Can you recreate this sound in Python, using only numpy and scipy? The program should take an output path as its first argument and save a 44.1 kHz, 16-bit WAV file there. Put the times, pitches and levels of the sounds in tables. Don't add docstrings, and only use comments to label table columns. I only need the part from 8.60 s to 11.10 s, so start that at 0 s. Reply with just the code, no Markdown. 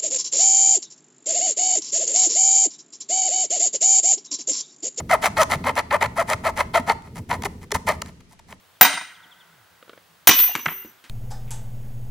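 import sys
import numpy as np
from scipy import signal
from scipy.fft import rfft, irfft
from scipy.io import wavfile
from scipy.ndimage import uniform_filter1d

SR = 44100
rng = np.random.default_rng(int(sys.argv[2]) if len(sys.argv) > 2 else 0)


def dump_mix(stems):
    frames = np.atleast_2d(stems).T
    limited = np.clip(frames, -1, 1)
    pcm = np.round(limited * 32767).astype(np.int16)
    wavfile.write(sys.argv[1], SR, pcm)


N = 110250
T = np.arange(N) / SR
HZ = np.fft.rfftfreq(N, 1 / SR)
IMPACT_RISE_S = 0.00013

# (f/Hz, level/dB)
AIR_SPECTRUM = [(25, -36), (50, -23), (75, -13.5), (100, -8), (130, -17.5), (170, -9.5), (230, -19.5),
                (500, -16), (800, -14), (1400, -13.5), (2200, -19), (3400, -19), (5500, -24), (10000, -27),
                (15500, -26)]
# (t/s, f/Hz, level/dB)
HUM_TRACK = [(0, 190, -69), (.12, 165, -91), (.2, 165, -84.5), (.8, 170, -86.5), (0.902, 170.6, -59.5),
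             (.96, 149.1, -64), (1.019, 105, -60), (1.101, 99.2, -84), (1.45, 164.6, -85),
             (1.52, 163.6, -59), (1.599, 164.6, -80.5), (2.5, 173.2, -80)]
# (t/s, level/dB)
CHIRPS = [(.140, -61), (.535, -50), (.620, -49), (.703, -47), (.790, -50), (2.375, -60)]

# (t/s, then level/dB of crack, thump, log, hammer and wedge)
BLOWS = [(.2110, 8, -13.5, -2.5, 3.5, -18), (1.6727, 5.5, -29, -14.5, 0.5, -1)]
# (f/Hz, level/dB)
CRACK_SPECTRUM = [(25, -38.5), (100, -30.5), (400, -16), (750, -0.5), (1600, 0.5), (2400, -1.5),
                  (4500, -8.5), (8000, -14), (12000, -10.5), (16000, -24.5)]
THUMP_SPECTRUM = [(25, -20.5), (60, -5), (120, -1.5), (300, 1), (500, -6.5), (1200, -36), (5000, -59)]
# (f/Hz, level/dB, T60/s)
LOG_MODES = [(280, -24, .25), (745, -3, .07), (855, -9, .05), (1268, -8, .06), (1330, -11, .07),
             (1500, -6, .05), (1588, -4, .075), (1650, -7, .05), (1880, -7, .06), (2610, -16, .08),
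             (3178, -14, .1)]
HAMMER_MODES = [(8683, -20, .15), (14275, 1, .11)]
GRIPPED_WEDGE_MODES = [(2990, -18, .25), (5820, -14, .12), (5925, -11, .24), (6735, -10, .09),
                       (10340, -8, .08), (11920, -20, .1), (12860, -13, .12), (14235, -7, .14),
                       (14360, 0, .07)]
# (t/s, level/dB)
REBOUNDS = [(.211, -17), (1.673, -29)]

# (t/s, then level/dB of clack, thud and snap, T60/s)
SMALL_IMPACTS = [(0.229, -21.5, -26.5, -8.5, 0.016), (0.331, -34, -36, -38, 0.015),
                 (0.3405, -33, -42, -31, 0.047), (0.656, -73, -58, -74, 0.066),
                 (1.6915, -9, -15.5, -8.5, 0.059), (1.7106, -16.5, -24.5, -22, 0.025),
                 (1.7905, -27.5, -40, -18, 0.019), (1.8009, -32, -36.5, -17.5, 0.033),
                 (1.9481, -31.5, -38.5, -62, 0.18), (1.9522, -14.5, -33, -21, 0.02),
                 (1.96, -28.5, -32, -30, 0.035), (2.0588, -15.5, -56, -21.5, 0.012),
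                 (2.0620, -11, -62, -47, 0.029), (2.0706, -53, -44.5, -62, 0.083),
                 (2.0817, -20, -52, -62, 0.05), (2.1170, -34, -41.5, -43.5, 0.053),
                 (2.248, -63, -36, -50, 0.044), (2.44, -48, -58.5, -48, 0.18),
                 (2.4965, -57, -61, -36, 0.06)]
# (f/Hz, level/dB)
CLACK_SPECTRUM = [(25, -35), (100, -37.5), (400, -16), (800, 2), (1500, 4.5), (2200, 5.5), (3200, -4.5),
                  (5000, -42), (9000, -23), (16000, -49)]
THUD_SPECTRUM = [(25, -32.5), (60, -11), (110, -7.5), (170, 0.5), (300, 5.5), (480, -7.5),
                 (1200, -35), (5000, -63)]
SNAP_SPECTRUM = [(200, -25), (1500, 0), (3000, 5), (6000, -3), (10000, -8), (15000, -19)]

# (delay t/s, level/dB, smear T60/s, cutoff f/Hz)
WALL_ECHOES = [(.0190, -15, .03, 9000), (.0385, -9, 0.057, 5000), (.1180, -24.5, 0.096, 4770),
               (0.162, -25, .05, 3800), (.2000, -28.5, 0.052, 3200)]
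# (f/Hz, level/dB)
WALL_SPECTRUM = [(60, -17.5), (280, 0.5), (600, -10.5), (1000, -3), (1500, -3.5), (6000, 2.5), (14000, 1.5)]
SCATTER_SPECTRUM = [(25, -36.5), (100, -19.5), (280, -6.5), (450, -4), (750, -14), (1500, -10),
                    (3000, -4.5), (6000, -7.5), (9000, -9.5), (12000, -23), (15000, -37.5)]
DISTANT_SPECTRUM = [(100, -8.5), (700, -11.5), (1500, 1.5), (3200, -12.5), (6000, -21.5), (14000, -44.5)]
SIDE_SPECTRUM = [(60, -7.5), (500, -18), (1200, -16.5), (2200, -8), (4500, -5), (9000, 1.5), (14000, 0.5)]
# (f/Hz, T60/s)
SCATTER_T60 = [(60, 1), (300, 0.17), (700, 0.37), (1500, 0.51), (3000, 0.57), (6000, .5), (9000, .45),
               (14000, .3)]

# (t/s, level/dB)
CREAKS = [(1.2266, -39), (1.2800, -44.5), (1.2948, -34.5), (1.3320, -38.5), (1.3764, -40)]
# (f/Hz, level/dB)
CREAK_SPECTRUM = [(25, -40), (100, -27), (300, -5), (500, 6), (850, -19), (1330, 3), (1700, -7.5),
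                  (3700, -14.5), (6000, -32.5), (15000, -41)]

# (f/Hz, level/dB, T60/s, t/s of one swell)
FREE_WEDGE_MODES = [(5973, -32, 1.095, 2.9), (6756, -57.5, 2.3, 1.56), (12800, -35.5, 1.1, 2.7)]
# (t/s, level/dB)
LOW_MODE_LEVEL = [(1.8, -65), (1.87, -45.5), (1.92, -36), (2.0, -41.5), (2.04, -57), (2.09, -59),
                  (2.17, -59), (2.22, -45.5), (2.26, -55.5), (2.3, -83)]
TOP_MODE_LEVEL = [(1.74, -23.5), (1.796, -12), (1.842, -12.5), (1.964, -40.5), (2.074, -41.5), (2.112, -33),
                  (2.208, -37.5), (2.34, -65.5)]

# (t/s, duration/s, level/dB)
RUBS = [(1.882, 0.024, -36.5), (1.896, 0.0316, -37.5)]
# (f/Hz, level/dB)
RUB_SPECTRUM = [(200, -39), (550, -21), (750, -2), (1150, -19), (1800, -15), (8000, -49)]
# (f/Hz, level/dB, T60/s)
HALF_LOG_MODES = [(160, -26, .1), (385, -46, .7)]


def amp(db):
    return 10 ** (np.asarray(db) / 20)


def unit(x):
    return x / np.sqrt(np.mean(x ** 2) + 1e-20)


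def read(points, hz):
    f, value = np.transpose(points)
    return np.interp(np.log(hz + 1), np.log(f + 1), value)


def fade(t60, t=T):
    return np.exp(-np.log(1000) * t / t60)


def add(mix, s, sound):
    part = mix[round(s * SR):][:len(sound)]
    part += sound[:len(part)]


def shaped(x, spectrum):
    return irfft(rfft(x, N) * amp(read(spectrum, HZ)), N)


def noise(spectrum):
    return unit(shaped(rng.standard_normal(N), spectrum))


def burst(spectrum, t60):
    hz = np.fft.rfftfreq(2048, 1 / SR)
    phases = np.exp(2j * np.pi * rng.random(len(hz)))
    cluster = np.resize(irfft(amp(read(spectrum, hz)) * phases), N)
    envelope = np.minimum(T / IMPACT_RISE_S, 1) * fade(t60)
    return unit(cluster * envelope) * np.sqrt(np.mean(envelope ** 2))


def ring(modes):
    t = T[:SR]
    partials = sum(amp(db) * fade(t60, t) * np.sin(2 * np.pi * (hz * t + rng.random()))
                   for hz, db, t60 in modes)
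    return partials * np.minimum(t / IMPACT_RISE_S, 1)


def spread(mid, side, width):
    return np.array([mid + width * side, mid - width * side])


def background():
    s, hz, db = np.transpose(HUM_TRACK)
    hum_phase = 2 * np.pi * np.cumsum(np.interp(T, s, hz)) / SR
    hum = amp(np.interp(T, s, db)) * np.sin(hum_phase)
    whine = amp(-72) * np.sin(2 * np.pi * 15701 * T)
    air = amp(-58) * spread(noise(AIR_SPECTRUM), noise(AIR_SPECTRUM), width=0.56)
    return air + hum + whine


def bird(length_s=.044, start_hz=4000, end_hz=2750, roughness=.012):
    out = np.zeros(N)
    arch = np.hanning(round(length_s * SR))
    for s, db in CHIRPS:
        jitter = unit(uniform_filter1d(rng.standard_normal(N), size=30))[:len(arch)]
        hz = np.geomspace(start_hz, end_hz, len(arch)) * (1 + roughness * jitter)
        add(out, s, amp(db) * arch * np.sin(2 * np.pi * np.cumsum(hz) / SR))
    return out


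def hammer_blows():
    out = np.zeros(N)
    for s, crack_db, thump_db, log_db, hammer_db, wedge_db in BLOWS:
        add(out, s, amp(crack_db) * burst(CRACK_SPECTRUM, t60=0.025))
        add(out, s, amp(thump_db) * burst(THUMP_SPECTRUM, t60=0.042))
        add(out, s, amp(log_db) * ring(LOG_MODES))
        add(out, s, amp(hammer_db) * ring(HAMMER_MODES))
        add(out, s, amp(wedge_db) * ring(GRIPPED_WEDGE_MODES))
    return out


def singing_hammer(hz=8893, rise_s=.16, t60=.43):
    out = np.zeros(N)
    tone = np.minimum(T / rise_s, 1) ** 2 * fade(t60) * np.sin(2 * np.pi * hz * T)
    for s, db in REBOUNDS:
        add(out, s, amp(db) * tone)
    return out


def small_impacts():
    out = np.zeros(N)
    for s, clack_db, thud_db, snap_db, t60 in SMALL_IMPACTS:
        add(out, s, amp(clack_db) * burst(CLACK_SPECTRUM, t60))
        add(out, s, amp(thud_db) * burst(THUD_SPECTRUM, 1.26 * t60))
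        add(out, s, amp(snap_db) * burst(SNAP_SPECTRUM, t60))
    return out


def yard_response():
    walls = np.zeros(N)
    for s, db, t60, cutoff_hz in WALL_ECHOES:
        slap = rng.standard_normal(N) * fade(t60)
        lowpass = signal.butter(2, cutoff_hz, fs=SR)
        add(walls, s, amp(db) * signal.lfilter(*lowpass, slap / np.linalg.norm(slap)))
    hz, t, bands = signal.stft(rng.standard_normal(N), SR, nperseg=256)
    t60 = read(SCATTER_T60, hz)[:, None]
    equal_energy = np.sqrt(2 * np.log(1000) / (t60 * SR))
    bands *= amp(read(SCATTER_SPECTRUM, hz))[:, None] * fade(t60, t) * equal_energy
    scatter = signal.istft(bands, SR, nperseg=256)[1][:N] * np.minimum(T / 0.016, 1) ** 2
    distant = rng.standard_normal(N) * fade(t60=3.2) * np.minimum(T / 0.28, 1)
    distant = amp(-34) * shaped(distant / np.linalg.norm(distant), DISTANT_SPECTRUM)
    return (shaped(walls, WALL_SPECTRUM) + scatter + distant)[:2 * SR]


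def log_creaks():
    out = np.zeros(N)
    for s, db in CREAKS:
        add(out, s, amp(db) * burst(CREAK_SPECTRUM, t60=.028))
    return out


def tumbling_wedge(free_s=1.73, land_s=2.3, tumble_hz=4.08, doppler_hz=23.8):
    t = np.maximum(T - free_s, 0)
    onset = np.minimum(t / 0.062, 1)
    airborne = onset * fade(0.24, np.maximum(T - land_s, 0))
    out = np.zeros((2, N))
    for hz, db, t60, swell_s in FREE_WEDGE_MODES:
        lobes = 1 + 0.29 * np.cos(2 * np.pi * tumble_hz * (T - swell_s))
        direct = lobes * np.sin(2 * np.pi * hz * t)
        band = np.exp(-((HZ - hz) / doppler_hz) ** 2 / 2)
        mid, side = unit(irfft(rfft(rng.standard_normal((2, N))) * band, N))
        out += amp(db) * fade(t60, t) * airborne * (direct + spread(mid, side, width=0.32))
    low_hz, top_hz, twin_hz, pair_t60 = 2790, 14131, 14078, 1.36
    s, db = np.transpose(LOW_MODE_LEVEL)
    out += amp(np.interp(T, s, db)) * onset * np.sin(2 * np.pi * low_hz * t)
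    s, db = np.transpose(TOP_MODE_LEVEL)
    top_rms = amp(np.interp(T, s, db)) * np.minimum(t / 0.006, 1)
    top_rms *= fade(pair_t60, np.maximum(T - s[-1], 0))
    out += np.sqrt(2) * top_rms * np.sin(2 * np.pi * top_hz * t)
    quadrature = np.array([[0], [.25]])
    twin = np.sin(2 * np.pi * (twin_hz * t + quadrature))
    return out + amp(-25) * fade(pair_t60, t) * airborne * twin


def falling_half(land_s=2.069):
    out = np.zeros(N)
    for s, length_s, db in RUBS:
        stroke = np.hanning(round(length_s * SR))
        add(out, s, amp(db) * stroke * noise(RUB_SPECTRUM)[:len(stroke)])
    add(out, land_s, ring(HALF_LOG_MODES))
    return out


def scene():
    blows = hammer_blows()
    clatter = log_creaks() + small_impacts() + falling_half()
    chirps = bird()
    side = shaped(yard_response(), SIDE_SPECTRUM)[:2 * SR]
    yard = spread(yard_response(), side, width=0.65)
    incident = blows + amp(-5) * clatter + amp(-3) * chirps
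    reflected = signal.fftconvolve(incident[None], yard, axes=1)[:, :N]
    return blows + clatter + chirps + reflected + singing_hammer() + tumbling_wedge() + background()


def record(dry, low_cut_hz=60, clip_level=0.93, band_limit_hz=15900):
    highpass = signal.butter(2, low_cut_hz, "high", fs=SR, output="sos")
    clipped = np.clip(signal.sosfilt(highpass, dry), -clip_level, clip_level)
    lowpass = signal.firwin(511, band_limit_hz, window=("kaiser", 9), fs=SR)
    return signal.oaconvolve(clipped, lowpass[None], "same")


dry = scene()
out = record(dry)
dump_mix(out)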